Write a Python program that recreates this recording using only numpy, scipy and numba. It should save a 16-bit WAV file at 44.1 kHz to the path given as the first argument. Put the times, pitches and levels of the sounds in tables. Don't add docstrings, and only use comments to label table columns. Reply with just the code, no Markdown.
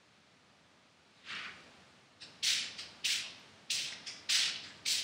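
import sys
import numpy as np
from scipy import signal
from scipy.fft import rfft, irfft
from scipy.io import wavfile
from scipy.ndimage import uniform_filter1d
from numba import njit

SR = 44100
rng = np.random.default_rng(int(sys.argv[2]) if len(sys.argv) > 2 else 0)


def field_ratio(decibels):
    return 10 ** (np.asarray(decibels, dtype=float) / 20)


def persist_wave(psi):
    counts = np.round(np.clip(psi, -1, 1) * 32767).astype(np.int16)
    wavfile.write(sys.argv[1], SR, np.atleast_2d(counts).T)


N = 221955


def unit(x):
    return x / np.sqrt(np.mean(x ** 2))


def colour(x, table):
    hz, db = np.transpose(table)
    f = np.arange(len(x) // 2 + 1) * SR / len(x) + 1
    gain = field_ratio(np.interp(np.log(f), np.log(hz), db))
    return irfft(rfft(x) * gain, len(x))


def band(x, lo_hz, hi_hz, order=4):
    return signal.sosfilt(signal.butter(order, [lo_hz, hi_hz], "band", fs=SR, output="sos"), x)


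@njit
def moving_resonance(x, hz, width):
    y, state_band, state_low = np.empty(len(x)), 0., 0.
    for i in range(len(x)):
        g, k = np.tan(np.pi * hz[i] / SR), width / hz[i]
        v = (state_band + g * (x[i] - state_low)) / (1 + g * (g + k))
        state_band = 2 * v - state_band
        state_low = state_low + 2 * g * v
        y[i] = k * v
    return y


def walk(rate, size=N):
    hold = int(SR / rate)
    levels = np.repeat(rng.standard_normal(size // hold + 1), hold)
    return 1.105 * uniform_filter1d(uniform_filter1d(levels, hold), hold)[:size]


BAND_SEAMS = [2000, 6000, 12000]


def split(x):
    size = x.shape[-1]
    octaves = np.log2(np.arange(size // 2 + 1) * SR / size + 1)
    above = [np.clip((octaves - np.log2(hz)) / .5 + .5, 0, 1) for hz in BAND_SEAMS]
    shares = -np.diff([np.ones_like(octaves), *above, 0 * octaves], axis=0)
    return [irfft(rfft(x) * share, size) for share in shares]


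def steady(x):
    return x / np.sqrt(uniform_filter1d(uniform_filter1d(x ** 2, size=800), size=800))


def grit_slips(speck_db):
    density, spread_db, judder_db, specks_per_s = .4, 1.4, 3.5, 90.
    size = field_ratio(spread_db * np.minimum(rng.exponential(size=N), 3.5))
    slips = (rng.random(N) < density) * rng.standard_normal(N)
    out = unit(slips * size * field_ratio(judder_db * walk(90)))
    for hz in 1000 * 2 ** np.arange(0, 3.4, 1 / 3):
        hits = (rng.random(N) < specks_per_s / SR) * 1.
        specks = uniform_filter1d(hits, size=120) * rng.standard_normal(N)
        ring_hz = np.clip(hz * 2 ** (0.1145 * walk(45)), 500, 16000)
        out = out + field_ratio(speck_db) * np.sqrt(hz / 95000) * unit(moving_resonance(specks, ring_hz, 110.0))
    return band(out, 900, 17800)


def friction_bands(table, patchy_db, speck_db):
    rub = steady(colour(grit_slips(speck_db), table))
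    return [unit(part * field_ratio(patchy_db * walk(35))) for part in split(rub)]


# (landing time [s], full level [dB], delay to full weight [s],
# delay to lift [s], sag [dB/s])
SLIDES = [
    (1.06, -70, 0.13, 0.22, 5),
    (1.232, -43.5, 0.065, 0.24, 36),
    (2.424, -31, 0.072, 0.23, 95),
    (3.041, -34, 0.072, .16, 94),
    (3.697, -34.5, 0.035, 0.2, 64.5),
    (4.288, -29.5, 0.067, 0.2, 64.5),
    (4.852, -31, 0.064, 0.16, 91),
]
# (landing under full level [dB], sole resonance [Hz], drag relative level [dB],
# grit relative level [dB], dust relative level [dB])
TREAD_COLOURS = [
    (8, 4000, -4, -12, -45),
    (25, 2840, -4, -18.5, -47),
    (4.12, 3660, -13, -6, -19),
    (0.5, 3500, -14.5, -6.5, -16),
    (0.5, 3950, -20.5, -5.5, -17),
    (3, 3860, -11.5, -7.5, -20.5),
    (7, 4200, -22, -5, -15.5),
]
# (frequency [Hz], spectrum level [dB per Hz])
STRIDE_SPECTRUM = [(590, -55.5), (1000, -30), (1230, -21), (1350, -14), (1900, -4), (3790, -5), (5600, -3),
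                   (6960, -11.5), (7990, -11.5), (10300, -23), (11100, -28), (11900, -26), (13400, -33),
                   (15600, -27)]
# (frequency [Hz], spectrum level [dB per Hz])
TURN_SPECTRUM = [(530, -42), (900, -17), (1210, -5.5), (2130, -2), (4460, -9), (6900, -19), (8530, -25),
                 (10700, -36), (12000, -58), (15000, -52)]


def scuffs():
    turns, land_s = 2, 0.0073
    t = np.arange(N) / SR
    turn = friction_bands(TURN_SPECTRUM, patchy_db=1.5, speck_db=-2)
    stride = friction_bands(STRIDE_SPECTRUM, patchy_db=.8, speck_db=-8)
    out = np.zeros(N)
    for k, (slide, tread) in enumerate(zip(SLIDES, TREAD_COLOURS)):
        drag, sole, grit, dust = turn if k < turns else stride
        s, full_db, full_s, lift_s, sag = slide
        under_db, hz, drag_db, grit_db, dust_db = tread
        since = t - s
        light = np.clip(1 - since / full_s, 0, 1)
        slid = np.maximum(since - full_s, 0)
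        lifted = np.maximum(since - lift_s, 0)
        swept = np.maximum(since - 0.15, 0)
        db = full_db - under_db * light - sag * slid - 259 * lifted
        touch = np.clip(since / land_s, 0, 1)
        flat = np.clip((since - .004) / land_s, 0, 1)
        centre = np.clip(hz * 2 ** -(0.05 * light + 2 * slid), 500, 9000)
        ring = 0.52 * sole + 0.6 * unit(moving_resonance(sole, centre, 1760.0))
        dull = field_ratio(drag_db - 10 * light + 25.5 * slid) * drag
        fine_grit = field_ratio(grit_db - 35.5 * slid) * grit
        fine_dust = field_ratio(dust_db - 52 * slid - 300 * swept) * dust
        out += touch * field_ratio(db) * (ring + dull + flat * (fine_grit + fine_dust))
    return out


# (time [s], peak level [dB], rise [s], fade [s], broad crackle relative level [dB])
TAPS = [(2.2199, -32, 0.0077, 0.018, -12), (2.7901, -26, 0.0064, 0.025, -1),
        (3.054, -20.5, 0.0061, 0.013, -9), (3.2387, -33, 0.0052, 0.0105, -9),
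        (3.398, -69, 0.002, 0.003, -40), (3.704, -25.5, 0.0023, 0.011, -14),
        (3.9254, -31, 0.0062, 0.01, -5.5), (4.0719, -25, 0.0055, 0.034, -3.5),
        (4.2956, -24, 0.0032, 0.0182, 13), (4.559, -33.5, 0.0046, 0.0096, -11),
        (4.6395, -32.5, 0.006, 0.042, 0), (4.86, -26.5, 0.003, 0.009, -8)]
# (frequency [Hz], width [Hz], level [dB])
TOE_1 = [(1776, 470, -6.5), (2760, 610, -0.5), (3840, 340, 3), (4620, 1740, 5), (7540, 490, -12),
         (8530, 930, -11.5)]
TOE_2 = [(2150, 720, -9), (2980, 720, -1.5), (4500, 1450, 1.5), (5140, 1800, -6), (8070, 1400, -13),
         (13900, 2900, -31)]
TOE_3 = [(1910, 700, -0.15), (3800, 740, -2), (5360, 1100, -2.6)]
TOE_4 = [(2350, 820, -3.5), (3330, 520, -5), (5140, 980, 2), (6300, 1900, -7.5), (8770, 1100, -17)]
TOE_5 = [(2955, 540, 11), (4180, 690, 1.5)]
TOE_6 = [(1790, 660, -0.5), (3620, 1260, -1.5), (4650, 670, -0.5), (7360, 1000, -10)]
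SPECK = [(13500, 3000, 0)]
HEEL = [(2787, 520, 6), (4340, 1500, -10)]
LAST_HEEL = [(2380, 440, -0.57), (4150, 850, -0.75)]


def ticks():
    out, t = np.zeros(N), np.arange(-.03 * SR, .15 * SR) / SR
    size = len(t)
    modes = (TOE_1, TOE_2, HEEL, HEEL, SPECK, HEEL, TOE_3, TOE_4, HEEL, TOE_5, TOE_6, LAST_HEEL)
    for (s, db, rise_s, fade_s, broad_db), rings in zip(TAPS, modes):
        shape = np.minimum(np.exp(t / rise_s), np.exp(-t / fade_s))
        crackle = band(shape * rng.standard_normal(size), 1410, 6000, order=3)
        tick = field_ratio(broad_db) * unit(crackle)
        for hz, width, ring_db in rings:
            flutter = field_ratio(6.5 * walk(45.0, size=size) * np.clip(t / fade_s, 0, 1))
            burst = shape * rng.standard_normal(size) * flutter
            tick = tick + field_ratio(ring_db) * unit(band(burst, hz - width / 2, hz + width / 2, order=3))
        i = int((s + t[0]) * SR)
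        out[i:i + size] += field_ratio(db - 22.0) * unit(tick)
    return out


# (time [s], level [dB], length [s])
WEIGHT_SHIFTS = [
    (3.254, -62, .02),
    (3.913, -62.5, .015),
    (4.32, -63, 0.14),
]


def roll():
    t = np.arange(N) / SR
    rub = unit(band(rng.standard_normal(N), 610, 1060, order=2))
    gain = np.zeros(N)
    for s, db, length in WEIGHT_SHIFTS:
        early, late = np.maximum(s - t, 0), np.maximum(t - s - length, 0)
        gain += field_ratio(db - 300 * early - 87 * late)
    return rub * gain


# (frequency [Hz], reverberation time [s])
REVERBERATION = [(1000, 0.57), (3000, 0.64), (6000, 0.34), (12000, 0.087)]


def room(x):
    gap_s, tail_db = 0.0065, -5.5
    t, hop = np.arange(2 ** 15) / SR, int(.12 * SR)
    places = N // hop + 2
    _, t60 = np.transpose(REVERBERATION)
    parts = split(rng.standard_normal((places, len(t))))
    tails = 0
    for part, s in zip(parts, t60):
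        tails = tails + part * np.exp(-np.log(1000) * t / s) / np.sqrt(s * SR / np.log(1e6))
    wet = np.zeros((places + 1) * hop + len(t))
    padded = np.pad(x, (hop, 2 * hop))
    for k, tail in enumerate(tails * (t > gap_s)):
        piece = padded[k * hop:(k + 2) * hop]
        fade = np.sin(np.pi * np.arange(len(piece)) / (2 * hop))
        wet[k * hop:k * hop + len(piece) + len(t) - 1] += signal.fftconvolve(piece * fade, tail)
    return 0.86 * x + field_ratio(tail_db) * wet[hop:hop + N]


def gate_db(steps):
    rest_db, range_db, knee_db, slope = 1.5, 9, -67, 0.38
    size = int(0.067 * SR)
    power = np.abs(uniform_filter1d(steps ** 2, size, origin=(size - 1) // 2))
    heard_db = 10 * np.log10(power + 1e-12)
    fall_db = 11.5 * np.arange(N) / SR
    open_db = np.clip(slope * (heard_db - knee_db), 0, range_db)
    return rest_db + np.maximum.accumulate(open_db + fall_db) - fall_db


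# (frequency [Hz], spectrum level [dB per Hz])
RUMBLE_SPECTRUM = [(12, -73), (20, -42), (64, -18.5), (87, -3), (119, -5), (202, -2), (295, -4.5),
                   (338, -8), (401, -7.5), (429, -8.5), (615, -7.5), (1200, -11), (1560, -48), (2640, -120)]
# (frequency [Hz], spectrum level [dB per Hz])
HISS_SPECTRUM = [(710, -56), (1200, -1), (2070, -2.5), (2190, -2), (4480, -6), (4880, -8), (5670, -10.5),
                 (9680, -21.5), (11200, -33), (15500, -39)]


def hum():
    rumble = unit(colour(rng.standard_normal(N), RUMBLE_SPECTRUM))
    hiss = unit(colour(rng.standard_normal(N), HISS_SPECTRUM))
    return field_ratio(-70 + .5 * walk(5)) * rumble + field_ratio(-69) * hiss


def scene():
    steps = room(scuffs() + ticks())
    return (steps + field_ratio(gate_db(steps)) * hum() + roll())[None]


def roll_off(x):
    return signal.sosfilt(signal.butter(12, 15700, fs=SR, output="sos"), x)


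def record(dry):
    notch = signal.butter(4, [11300, 12400], "bandstop", fs=SR, output="sos")
    top = signal.ellip(8, .2, 70, 15600, fs=SR, output="sos")
    mix = signal.sosfilt(np.vstack([notch, top]), dry)
    return roll_off(mix)


dry = scene()
out = record(dry)
persist_wave(out)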